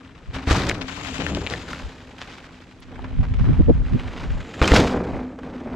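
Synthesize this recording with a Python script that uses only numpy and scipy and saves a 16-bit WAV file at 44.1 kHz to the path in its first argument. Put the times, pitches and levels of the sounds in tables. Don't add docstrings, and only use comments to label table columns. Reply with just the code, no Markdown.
import sys
import numpy as np
from scipy import signal
from scipy.io import wavfile
from scipy.ndimage import uniform_filter1d, map_coordinates

SR = 44100
rng = np.random.default_rng(int(sys.argv[2]) if len(sys.argv) > 2 else 0)


def digitize_waveform(pressure):
    field = np.atleast_2d(pressure).T
    bounded = np.clip(field, -1, 1)
    quanta = np.round(bounded * 32767).astype(np.int16)
    wavfile.write(sys.argv[1], SR, quanta)


N = 253575
TIME = np.arange(N) / SR
SIDES = np.array([[1], [-1]])
METAL_CYCLES = 124
LAYERS = ("crunch", "dust", "rumble", "roar", "whirr")

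# start t/s, closest t/s, distance/m, then closest level/dB for each of LAYERS
PASSES = [(0, 0.56, 0.46, -27, -34.5, -22, -25.5, -58), (0.872, 1.25, 1.54, -37, -44.5, -36, -39.5, -41),
          (2.896, 4.765, 0.33, -22.5, -28.5, -19, -16, -34.5)]
# t/s, left over right/dB, width/0-1
PAN_PATH = [(0.68, 3, 0.36), (.86, 9.5, 0.73), (1.25, 11.5, 0.4), (1.48, 6.5, 0.4), (1.8, 1.1, 0.29),
            (3.5, -1, 0.46), (4.2, 0, 0)]
# start t/s, end t/s, dip/dB
DIPS = [(-0.05, 0.341, 16.5), (0.37, 0.478, 15), (0.731, 0.89, 3.5), (2.48, 2.883, 2), (3.062, 3.392, 1.5),
        (3.52, 3.87, 3.5), (4.242, 4.624, 10), (4.62, 4.73, 2.5), (5.234, 5.428, 10)]
# t/s, crunch boost/dB, drumming boost/dB, length/s
BUMPS = [(0.499, 7, -6, 0.023), (0.662, 3.5, 2.5, 0.066), (1.185, -3, 8, 0.13), (1.31, -2, 9, 0.18),
         (1.505, 7.5, 8.5, 0.11), (1.68, 8, 5, 0.19), (2.182, 7, 2.5, 0.6), (2.903, -1, 4.5, 0.26),
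         (3.385, 2.5, -0.5, 0.17), (4.615, 6.5, 7.5, 0.057), (4.938, -7.5, 2.5, 0.57), (5.66, 0, 6.5, 0.59)]

# f/Hz, level/dB
AIR_EQ = [(25, 8), (420, -4), (800, -30.5), (2000, -23), (7000, -29.5), (10000, -47), (15000, -67)]
# f/Hz, level/dB
GRIT_EQ = [(500, -3), (1300, 4.5), (2200, 2), (3300, -3), (4500, -15.5), (6000, -26.5), (9000, -46.5)]
# f/Hz, level/dB
DUST_EQ = [(3100, 6), (4200, 6), (5700, 1), (7200, -4.5), (9100, -16), (11500, -20), (14500, -26.5)]
# f/Hz, level/dB
RUMBLE_EQ = [(20, -7), (40, -5), (80, 0), (130, -5.5), (190, -4), (370, -28)]
# f/Hz, level/dB
ROAR_EQ = [(130, -23.5), (180, -4.5), (290, 2.5), (380, -1), (480, 0), (650, -5), (900, -9.5),
           (2300, -23.5)]
# f/Hz, level/dB
GUST_EQ = [(18, 5), (35, 5.5), (70, 2.5), (200, -11.5), (340, -43), (900, -76.5)]

# t/s, level/dB
HUM_LEVEL = [(0, -42.5), (0.25, -69), (0.4, -33.5), (0.56, -37), (0.83, -36.5), (0.92, -44), (1.33, -35),
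             (1.5, -45.5), (2.8, -54.5), (3, -40.5), (4.1, -40.5), (4.5, -48), (4.9, -26), (5.13, -37),
             (5.23, -31), (5.35, -41), (5.75, -33.5)]
# t/s, f/Hz
HUM_PITCH = [(0.48, 266), (0.6, 246), (0.77, 296), (0.84, 256), (1.02, 296), (1.12, 252), (1.32, 294),
             (1.65, 258), (5.25, 251)]
# f/Hz, bandwidth/Hz, level/dB
WHIRR_BANDS = [(2830, 1000, -0.5), (7000, 730, -7)]
# peak t/s, level/dB, cutoff f/Hz, length/s
EDDIES = [(0.294, -27, 108, 0.032), (1.858, -28.5, 70.5, 0.05), (3.201, -14, 152, 0.049),
          (3.412, -9.5, 133, 0.025), (3.496, -12.5, 222, 0.063), (3.605, -10, 304, 0.022),
          (3.699, -6.5, 416, 0.03), (3.947, -14, 234, 0.049)]
# peak t/s, level/dB, length/s
GUSTS = [(3.569, -17, 0.75), (4.318, -21.5, 0.17), (5.137, -30, 0.076)]
# peak t/s, level/dB, brightness f/Hz, length/s
SPRAYS = [(0.366, -37, 1540, 0.085), (0.513, -28, 6000, 0.055), (0.667, -31, 5500, 0.014),
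          (0.695, -22, 6000, 0.0064), (0.812, -30.5, 2600, 0.03), (0.881, -32.5, 2840, 0.023),
          (1.203, -31.5, 2300, 0.058), (2.211, -36, 2570, 0.047), (2.299, -44, 2800, 0.14),
          (2.824, -46, 2900, 0.027), (3.044, -36, 1050, 0.036), (3.233, -37, 1200, 0.039),
          (3.338, -36.5, 1560, 0.014), (3.39, -36, 1170, 0.034), (3.462, -41.5, 1000, 0.33),
          (4.162, -48.5, 2800, 0.31), (4.676, -18.5, 5140, 0.01), (4.739, -21.5, 4860, 0.048),
          (4.758, -16, 2940, 0.027)]
# t/s, thump drive/dB, crack drive/dB
LANDINGS = [(0.474, -17, -28), (0.51, -8, -13), (4.616, -11, -7), (4.718, -3.5, 0), (4.791, -15, -19)]
# f/Hz, level/dB, t60/s
THUMP_MODES = [(67, 6, 0.071), (131, -5.5, 0.044), (291, -2.5, 0.044), (432, -3, 0.032)]
# t/s, level/dB, f/Hz
CLACKS = [(0.691, -15, 4200), (0.6965, -9.5, 2200), (0.7137, -12.5, 1700), (1.2653, -11, 1800),
          (1.3488, -14, 3060), (1.4655, -14, 2380), (1.4717, -14, 2370), (1.5005, -19, 3900),
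          (1.5377, -14.5, 1780), (1.732, -18, 1410), (2.184, -31, 2580), (2.992, -28, 740),
          (3.443, -26.5, 860), (3.997, -23.5, 2300), (4.6268, -11, 2600), (4.719, -4.5, 1590),
          (4.7643, -5.5, 1860), (4.796, -7, 370), (5.389, -24.5, 380), (5.4333, -32, 1111)]
# t/s, level/dB, f/Hz
CLINKS = [(0.691, -21.5, 7280), (2.803, -48, 10660), (4.644, -14, 3120), (4.6764, -27, 7300),
          (4.677, -18.5, 2560)]


def from_db(db):
    return 10 ** (np.asarray(db) / 20)


def rms_one(x):
    return x / np.sqrt(np.mean(x ** 2) + 1e-20)


def automation(rows):
    times, *columns = np.transpose(rows)
    return [np.interp(TIME, times, column) for column in columns]


def butter(x, hz, kind, order=2):
    sections = signal.butter(order, np.clip(hz, 10, .45 * SR), kind, fs=SR, output="sos")
    return signal.sosfilt(sections, x + 1e-18)


def white():
    return rng.standard_normal((2, N))


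def drift(hz):
    step = 40
    pole = np.exp(-2 * np.pi * hz * step / SR)
    noise = rng.standard_normal(N // step + 2002)
    slow = signal.lfilter([1], [1, -2 * pole, pole * pole], noise)[2000:]
    return np.interp(np.arange(N) / step, np.arange(len(slow)), rms_one(slow))


def steady(x, samples):
    power = np.atleast_2d(x ** 2).mean(0)
    smooth = uniform_filter1d(uniform_filter1d(power, samples), samples)
    return x / np.sqrt(np.abs(smooth) + 1e-12)


def ring(x, hz, t60):
    pole, angle = from_db(-60 / (t60 * SR)), 2 * np.pi * hz / SR
    feedback = [1, -2 * pole * np.cos(angle), pole * pole]
    return signal.lfilter([0, pole * np.sin(angle)], feedback, x + 1e-18)


def bell(peak_s, length, lean=1):
    width = length * np.where(TIME < peak_s, lean, 1)
    return np.exp(-np.minimum((2 * (TIME - peak_s) / width) ** 2, 50))


def swell(noise, peak_s, length, lean=1):
    shape = bell(peak_s, length, lean)
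    power = np.sum(np.mean(noise ** 2, 0) * shape ** 2) / np.sum(shape ** 2)
    return noise * shape / np.sqrt(power)


def coloured(eq, excite):
    hz, db = np.transpose(eq)
    edges = 16 * 2 ** (np.arange(31) / 3)
    out = 0
    for low, high in zip(edges, edges[1:]):
        centre = np.sqrt(low * high)
        if hz[0] <= centre <= hz[-1]:
            gain = from_db(np.interp(np.log(centre), np.log(hz), db))
            out = out + gain * butter(excite(), [low, high], "band", order=3)
    return rms_one(out)


def scatter(per_s, size_db, cap=np.pi):
    hits = rng.random(N) < per_s / SR
    return hits * from_db(size_db * np.minimum(rng.exponential(1, N), cap))


def panned(pair, spread=1, lag_s=0.00014):
    mid, side = pair
    pan_db, width = automation(PAN_PATH)
    width = spread * np.clip(width, 0, 1)
    gains = from_db(SIDES * spread * pan_db / 2)
    left, right = gains / gains.mean(0) * (mid + SIDES * width * side)
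    aside = spread * pan_db / np.abs(pan_db).max()
    read_at = (TIME - lag_s * aside * np.abs(aside)) * SR
    return np.array([map_coordinates(left, [read_at], order=3, mode="nearest"), right])


def pass_by(layer, falloff, behind_db, speed_m_per_s=6.97, crossfade_s=0.024):
    out = np.zeros(N)
    for start, closest, distance, *levels in PASSES:
        along = speed_m_per_s * (TIME - closest)
        away = np.hypot(along, distance)
        loss_db = falloff * 20 * np.log10(away / distance)
        db = levels[LAYERS.index(layer)] - loss_db + behind_db * along / away
        out += (db - out) * np.clip((TIME - start) / crossfade_s + 1, 0, 1)
    return out


def tyre_faders(dip_curve=0.33, recover_s=0.014, attack_s=0.0017):
    dips_db = np.zeros(N)
    for start, end, dip_db in DIPS:
        depth = np.clip((TIME - start) / (end - start), 0, 1) ** dip_curve
        dips_db -= dip_db * depth * np.clip((end - TIME) / recover_s, 0, 1)
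    crunching, drumming = dips_db.copy(), dips_db.copy()
    for t, crunch_db, drum_db, length in BUMPS:
        push = np.clip((TIME - t) / attack_s, 0, 1) * bell(t, 2 * length)
        crunching += crunch_db * push
        drumming += drum_db * push
    return crunching, drumming


def hill_air():
    return from_db(-52.5) * panned(coloured(AIR_EQ, white), spread=0.88)


def grains(eq, per_s, size_db, colour_db, pressure):
    sizes = scatter(per_s, size_db, cap=5) * pressure
    at = np.flatnonzero(sizes)

    def cracks():
        clicks = np.zeros((2, N))
        chance = rng.standard_normal((2, 2 ** 15))[:, at % 2 ** 15]
        clicks[:, at] = sizes[at] * np.sign(chance) * from_db(colour_db * np.abs(chance))
        return clicks
    return steady(coloured(eq, cracks), samples=3600)


def clods(per_s=20, t60=0.07):
    breaks = (rng.random(N) < per_s / SR) * rng.uniform(0.44, 1, N)
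    return signal.lfilter([1], [1, -from_db(-60 / (t60 * SR))], breaks + 1e-18)


def pebbles(ring_cycles=20):
    hits = scatter(per_s=130, size_db=3.0)
    pitches_hz = np.geomspace(800, 3700, 14)
    pick = rng.integers(0, len(pitches_hz), N)
    hits = hits * rng.choice([-1, 1], (2, N))
    return sum(ring(hits * (pick == k), hz, ring_cycles / hz) for k, hz in enumerate(pitches_hz))


def tyre_crunch(dense_db=-33, dust_width=1.72):
    fader_db, _ = tyre_faders()
    crunch_db = pass_by("crunch", falloff=0.96, behind_db=-2.5) + fader_db
    dust_db = pass_by("dust", falloff=1.27, behind_db=-1.5) + 1.05 * fader_db
    sparse = 1 / (1 + from_db(crunch_db - dense_db))
    flutter = from_db(2.53 * drift(53) + drift(34))
    pressure = flutter * (1 + 1.53 * np.sqrt(sparse) * clods())
    grit = grains(GRIT_EQ, per_s=3200, size_db=3.0, colour_db=3.5, pressure=pressure)
    crunch = rms_one(grit + from_db(3) * pebbles())
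    dust = grains(DUST_EQ, per_s=8000, size_db=2.5, colour_db=-3.5, pressure=pressure ** 0.71)
    return panned(from_db(crunch_db) * crunch + from_db(dust_db) * dust * [[1], [dust_width]])


def tyre_roll():
    _, fader_db = tyre_faders()
    rumble_db = pass_by("rumble", falloff=0.93, behind_db=0) + 0.81 * fader_db
    rumble = from_db(rumble_db) * steady(coloured(RUMBLE_EQ, white), samples=2600)
    roar_db = pass_by("roar", falloff=0.98, behind_db=1.3) + 0.92 * fader_db
    flutter = from_db(1.96 * drift(29))
    roar = from_db(roar_db) * grains(ROAR_EQ, per_s=1400, size_db=3.0, colour_db=3.5, pressure=flutter)
    return panned(rumble + roar, spread=0.22)


def low_hum(waver_hz=6):
    [hum_db], [hum_hz] = automation(HUM_LEVEL), automation(HUM_PITCH)
    waver = drift(waver_hz) + 1j * drift(waver_hz)
    carrier = np.exp(2j * np.pi * np.cumsum(hum_hz) / SR)
    hum = from_db(hum_db) * steady(np.real(waver * carrier), samples=4500)
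    return panned([hum, hum], spread=0.22)


def whirr():
    whirr_db = pass_by("whirr", falloff=1.6, behind_db=-4.5)
    flutter = white() * from_db(4.3 * drift(180))
    bands = sum(from_db(db) * rms_one(butter(flutter, [hz - width / 2, hz + width / 2], "band"))
                for hz, width, db in WHIRR_BANDS)
    return panned(from_db(whirr_db) * bands, spread=0.66)


def wind():
    gusts = sum(from_db(db) * bell(t, length) for t, db, length in GUSTS)
    flow = gusts * from_db(2.4 * drift(31)) * steady(coloured(GUST_EQ, white), samples=3000)
    air = butter(white(), 16.4, "high")
    for t, db, hz, length in EDDIES:
        eddy = steady(butter(air, hz, "low", order=4), samples=900)
        flow += from_db(db) * swell(eddy, t, length)
    return flow


def dirt_sprays(fines_db=-17, sizzle_db=-19):
    crumbs = scatter(per_s=3200, size_db=5.0)
    dirt = white() * (crumbs + from_db(fines_db))
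    sprays = np.zeros((2, N))
    for t, db, hz, length in SPRAYS:
        band = butter(dirt, [hz / 7.6, hz * 1.38], "band")
        sprays += from_db(db) * swell(band, t, length, lean=0.15)
    return panned(butter(sprays, 7570, "low", order=4) + from_db(sizzle_db) * sprays)


def landings(crack_t60=0.012, crack_gain_db=11):
    blows, crust = np.zeros(N), np.zeros(N)
    for t, thump_db, crack_db in LANDINGS:
        blows[round(t * SR)] = -from_db(thump_db)
        crust += from_db(crack_db - 60 * np.clip((TIME - t) / crack_t60, 0, 3)) * (TIME >= t)
    thump = sum(from_db(db) * ring(blows, hz, t60) for hz, db, t60 in THUMP_MODES)
    crack = from_db(crack_gain_db) * butter(crust * white(), [200, 1900], "band", order=3)
    return butter(thump, [30, 1100], "band", order=1) + panned(crack)


def clacks(rattle_cycles=22, rattle_db=-19, frame_db=-8, metal_db=-18):
    age = np.arange(16384) / SR
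    out = np.zeros((2, N + len(age)))
    for t, db, hz in CLACKS:
        snap = from_db(rattle_db - 60 * age * hz / rattle_cycles) * rng.standard_normal((2, len(age)))
        snap[0, 0] += 1
        frame = from_db(frame_db) * butter(snap, [350, 1300], "band")
        clack = butter(snap, [hz / 1.35, hz * 1.35], "band") + frame
        metal = ring(snap, hz, METAL_CYCLES / hz)
        hit = clack / np.abs(clack).max() + from_db(metal_db) * metal / np.abs(metal).max()
        at = round(t * SR)
        out[:, at:at + len(age)] += from_db(db) * hit
    return panned(out[:, :N])


def clinks(chatter_t60=0.01):
    out = np.zeros((2, N))
    for t, db, hz in CLINKS:
        chatter = (TIME >= t) * from_db(-60 * np.clip((TIME - t) / chatter_t60, 0, 3))
        tone = ring(chatter * white(), hz, METAL_CYCLES / hz)
        out += from_db(db) * tone / np.abs(tone).max(1, keepdims=True)
    return panned(out)


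def scene():
    return (hill_air() + tyre_crunch() + tyre_roll() + low_hum() + whirr()
            + landings() + clacks() + clinks() + dirt_sprays() + wind())


def record(dry, ceiling=0.97, cutoff_hz=15700):
    rounded = dry / (1 + (dry / ceiling) ** 4) ** (1 / 4)
    return signal.sosfilt(signal.ellip(10, .1, 90, cutoff_hz, fs=SR, output="sos"), rounded)


dry = scene()
out = record(dry)
digitize_waveform(out)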